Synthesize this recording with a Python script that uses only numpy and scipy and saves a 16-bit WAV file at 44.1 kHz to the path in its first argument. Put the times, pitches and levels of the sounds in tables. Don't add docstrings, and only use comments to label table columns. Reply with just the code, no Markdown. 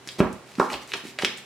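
import sys
import numpy as np
from scipy import signal
from scipy.fft import rfft, irfft, next_fast_len
from scipy.io import wavfile
from scipy.ndimage import uniform_filter1d

SR = 44100
rng = np.random.default_rng(int(sys.argv[2]) if len(sys.argv) > 2 else 0)


def boost(x):
    u = np.asarray(x, float) / 20
    return 10 ** u


def wav_out(sig):
    wavfile.write(sys.argv[1], SR, np.round(np.clip(np.atleast_2d(sig).T, -1, 1) * 32767).astype(np.int16))


N = 63945


def evened(x):
    return x / np.sqrt(np.mean(x ** 2) + 1e-20)


def read(points, hz):
    f, value = np.transpose(points)
    return np.interp(np.log(hz + 1), np.log(f + 1), value)


def coloured(x, points, scale=1):
    size = next_fast_len(x.shape[-1] + 4096)
    gain = boost(scale * read(points, np.fft.rfftfreq(size, 1 / SR)))
    return irfft(rfft(x, size) * gain, size)[..., :x.shape[-1]]


def high(x, hz, order=2):
    return signal.sosfilt(signal.butter(order, hz, "high", fs=SR, output="sos"), x)


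def spread(mid, side):
    # f/Hz, level/dB
    width = [(40, -2), (150, -8.5), (400, -11), (1000, -8.5), (2500, -4), (5000, -1), (9000, 1.5),
             (15000, 0)]
    side = coloured(side, width)
    return np.array([mid + side, mid - side])


def quiet():
    # f/Hz, level/dB
    air_colour = [(15, -38), (25, 0), (149, 5.5), (285, 9), (624, 4), (754, 4.5), (2840, -3.5),
                  (8590, -13.5), (16000, -24)]
    # f/Hz, rms level/dB
    hum_partials = [(128, -60.5), (387, -60)]
    air_db = -51
    air = coloured(rng.standard_normal((2, N)), air_colour)
    t = np.arange(N) / SR
    smoothed = uniform_filter1d(rng.standard_normal(N), 2000)
    waver = evened(uniform_filter1d(smoothed, 2000))
    warped_t = t + np.cumsum(0.004 * waver) / SR
    hum = np.zeros(N)
    for db, hz in [(level, f) for f, level in hum_partials]:
        hum += boost(db + 0.5 * waver) * np.sqrt(2) * np.sin(2 * np.pi * hz * warped_t)
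    return boost(air_db) * spread(*evened(air)) + hum


def kitchen(x):
    # f/Hz, t60/s
    decay_times = [(60, 0.21), (200, 0.36), (500, 0.42), (1500, 0.46), (4000, 0.47), (9000, 0.29),
                   (16000, 0.64)]
    # delay t/s, level/dB
    reflections = [(.0031, -10), (.0055, -7.5), (.0086, -17), (.013, -17), (.019, -19)]
    tail_db, rise_s, delay_s = -3.5, 0.0043, 0.0024
    taps = np.zeros((2, SR))
    at = np.arange(0, SR - 20, 20) + rng.integers(0, 20, (2, SR // 20 - 1))
    np.put_along_axis(taps, at, rng.choice([-1., 1.], at.shape), 1)
    hz, t, bands = signal.stft(taps, SR, nperseg=256)
    decay = boost(-60 * t / read(decay_times, hz)[:, None])
    tail = signal.istft(bands * decay, SR, nperseg=256)[1]
    tail = tail * np.clip((np.arange(tail.shape[1]) / SR - delay_s) / rise_s, 0, 1)
    tail = boost(tail_db) * tail / np.linalg.norm(tail[0])
    early = np.zeros_like(tail)
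    for k, (s, db) in enumerate(reflections):
        early[:, round(s * SR)] = boost(db) * np.array([1, .5 * (-1) ** k])
    response = tail + high(early, 1390, order=1)
    return spread(*signal.fftconvolve(x[None], response, axes=1)[:, :N])


def swells(rows):
    t, skew = np.arange(N) / SR, 0.72
    envelope = np.zeros(N)
    for s, length, db in rows:
        progress = np.clip((t - s) / length, 0, 1)
        envelope += boost(db) * np.sin(np.pi * progress ** skew)
    return envelope


def fractures(per_s, colour):
    spread_db = 4.5
    size = boost(spread_db * np.minimum(rng.exponential(1, N), 3.5)) * rng.choice([-1., 1.], N)
    breaks = rng.random(N) < per_s / SR
    return evened(coloured(size * breaks, colour))


def crackle():
    # f/Hz, level/dB
    crust_colour = [(1060, -60), (1800, -1.5), (2740, -5), (3610, -6.5), (4330, -7), (8360, -12),
                    (16000, -20.5)]
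    # f/Hz, level/dB
    crumb_colour = [(100, -15), (250, 1.5), (450, 0.5), (1000, 1), (2000, -14.5), (5000, -56)]
    # start t/s, length t/s, crackle level/dB
    strokes = [(.04, 0.16, -54.5), (0.183, 0.031, -41.5), (0.31, 0.06, -62), (0.449, 0.18, -56),
               (0.574, 0.12, -48.5), (0.686, 0.088, -42.5), (0.812, 0.034, -49.5), (0.873, 0.073, -49),
               (0.928, .1, -50.5), (1.03, 0.1, -48.5), (1.19, .08, -43), (1.363, 0.042, -48.5)]
    # start t/s, length t/s, level/dB
    crushes = [
        (.185, 0.045, -32.5),
        (.205, 0.085, -29.5),
        (.71, 0.053, -34),
        (.93, 0.05, -41),
        (1.03, 0.086, -62),
        (1.2, 0.053, -41.5),
    ]
    crackle_db, idle_db = 1.5, -87
    crust = fractures(3000, [(200, -30)] + list(crust_colour))
    crust = crust * boost(crackle_db) * (swells(strokes) + boost(idle_db))
    crumb = fractures(900, crumb_colour) * swells(crushes)
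    return crust + crumb


def blips(rows):
    out = np.zeros(N)
    for s, db, hz, cycles in rows:
        turns = np.maximum((np.arange(N) / SR - s) * hz + 3 / 4, 0)
        swing = turns ** 2 * np.exp(-3 * turns / cycles) * np.sin(2 * np.pi * turns)
        out += boost(db) * swing / abs(swing).max()
    return out


def knocks():
    # peak t/s, peak level/dB, f/Hz, length/cycles
    blow_rows = [(.075, -38, 350, 0.63), (.1885, -29, 300, 0.51), (.194, -26, 400, 1.5),
                 (.2056, -3.5, 319, 0.55), (.2043, -14.5, 1105, 0.71), (.2065, -16.5, 610, 1.15),
                 (.26, -31, 102, 0.63), (.33, -46, 90, 1.5), (.5845, -22.5, 260, 2.1),
                 (.5995, -9, 417, 1.04), (.6002, -7, 1047, 1.78), (.6016, -10.5, 1476, 2.4),
                 (.5985, -19.5, 2120, 1.8), (.614, -11, 1100, 1.8), (.627, -15, 926, 2.04),
                 (.7335, -27.5, 556, 1), (.745, -47.5, 61, 1), (.587, -24.5, 1270, 0.62),
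                 (.9385, -32.5, 409, 2.1), (.939, -21, 1400, 0.96), (1.0405, -38.5, 278, 0.73),
                 (1.0535, -32.5, 306, 1.3), (1.189, -29, 600, 1.54), (1.224, -24, 900, 0.82),
                 (1.2362, -17.5, 389, 0.81)]
    # f/Hz, level/dB, t60/s
    modes = [(75, -35, 0.23), (106, -14.5, 0.25), (197.6, -8, 0.39), (249.2, 2, 0.053),
             (397.4, -8.5, 0.067), (490, -26, 0.096), (636, -14, 0.091), (889, -11.5, 0.067),
             (940, -34, 0.12), (1100, -28, 0.05), (1399, -7, 0.04)]
    table_db = -14.5
    t = np.arange(SR // 2) / SR
    ring = np.zeros(len(t))
    for hz, db, t60 in modes:
        decay = boost(db - 60 * t / min(t60, 1 / 4))
        ring += decay * np.sin(2 * np.pi * hz * t) * 2 * np.pi * hz / SR
    blows = blips(blow_rows)
    return blows + boost(table_db) * signal.fftconvolve(blows, ring)[:N]


def snaps():
    # peak t/s, peak level/dB, f/Hz, length/cycles
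    plate_breaks = [(0.075, -22, 6000, 1.1), (0.0745, -29, 1800, 1.14), (.089, -18, 3700, 1),
                    (0.118, -33, 8000, 2), (.192, -30, 2250, 0.88), (1.181, -38, 2550, 1.7),
                    (0.2039, -16, 2530, 1.56), (0.3287, -28.5, 8500, 1.4), (.334, -55, 8500, 4),
                    (0.554, -28.5, 3500, 0.52), (.598, -19.5, 4170, 0.68), (0.702, -21, 2310, 1.33),
                    (.732, -19, 4000, 1.2), (0.7409, -19, 2620, 2), (.832, -38, 7100, 3),
                    (0.876, -32.5, 7560, 1.5), (0.9195, -20.5, 2550, 1.2), (0.935, -19.5, 3450, 0.47),
                    (0.9376, -8.5, 2830, 0.89), (.971, -28, 7300, 0.89), (1.077, -61, 6000, 1.3),
                    (1.1878, -18, 3400, 0.6), (1.1889, -13, 2170, 1), (1.1975, -20, 1900, 1.1),
                    (1.2219, -16, 3060, 0.47), (1.2245, -14.5, 2240, 0.69), (1.2479, -2, 2870, 0.68),
                    (1.2487, -31, 5700, 1.9), (1.375, -29, 7400, 2.6), (1.383, -59, 7500, 3.2)]
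    splinter_db, splinter_s, splinter_hz = -26.5, 0.0007, 4900
    shard_db, shard_s, shard_octaves = -13.5, 0.0018, 1.73
    t, splinter_envelope, shards = np.arange(N) / SR, np.zeros(N), np.zeros(N)
    splinter_noise, shard_noise = rng.standard_normal((2, N))
    half_band = 2 ** (shard_octaves / 2)
    for s, db, hz, cycles in plate_breaks:
        after = np.maximum(t - s, 0)
        splinter_envelope += boost(db + splinter_db) * (t > s) * np.exp(-after / splinter_s)
        band = signal.butter(2, [hz / half_band, min(hz * half_band, SR / 2.2)], "band", fs=SR)
        grit = evened(signal.lfilter(*band, shard_noise))
        shards += boost(db + shard_db) * (t > s) * np.exp(-after / shard_s) * grit
    splinters = high(splinter_envelope * splinter_noise, splinter_hz)
    return splinters + shards - blips(plate_breaks)


def scene():
    cut = crackle() + knocks() + snaps()
    return quiet() + kitchen(cut) + cut


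def low_pass(x):
    return signal.sosfilt(signal.butter(12, 16650, fs=SR, output="sos"), x)


def record(dry):
    # f/Hz, level/dB
    lean = [(60, -2.5), (200, -1.5), (400, -2), (800, -3), (1600, -2.5), (3000, -.4), (6000, 1),
            (12000, -0.2)]
    leaning = np.array([coloured(dry[0], lean, .5), coloured(dry[1], lean, -.5)])
    without_bass = high(leaning, 65, order=3)
    dulled = signal.lfilter(*signal.butter(2, 11900, fs=SR), without_bass)
    return low_pass(dulled)


dry = scene()
out = record(dry)
wav_out(out)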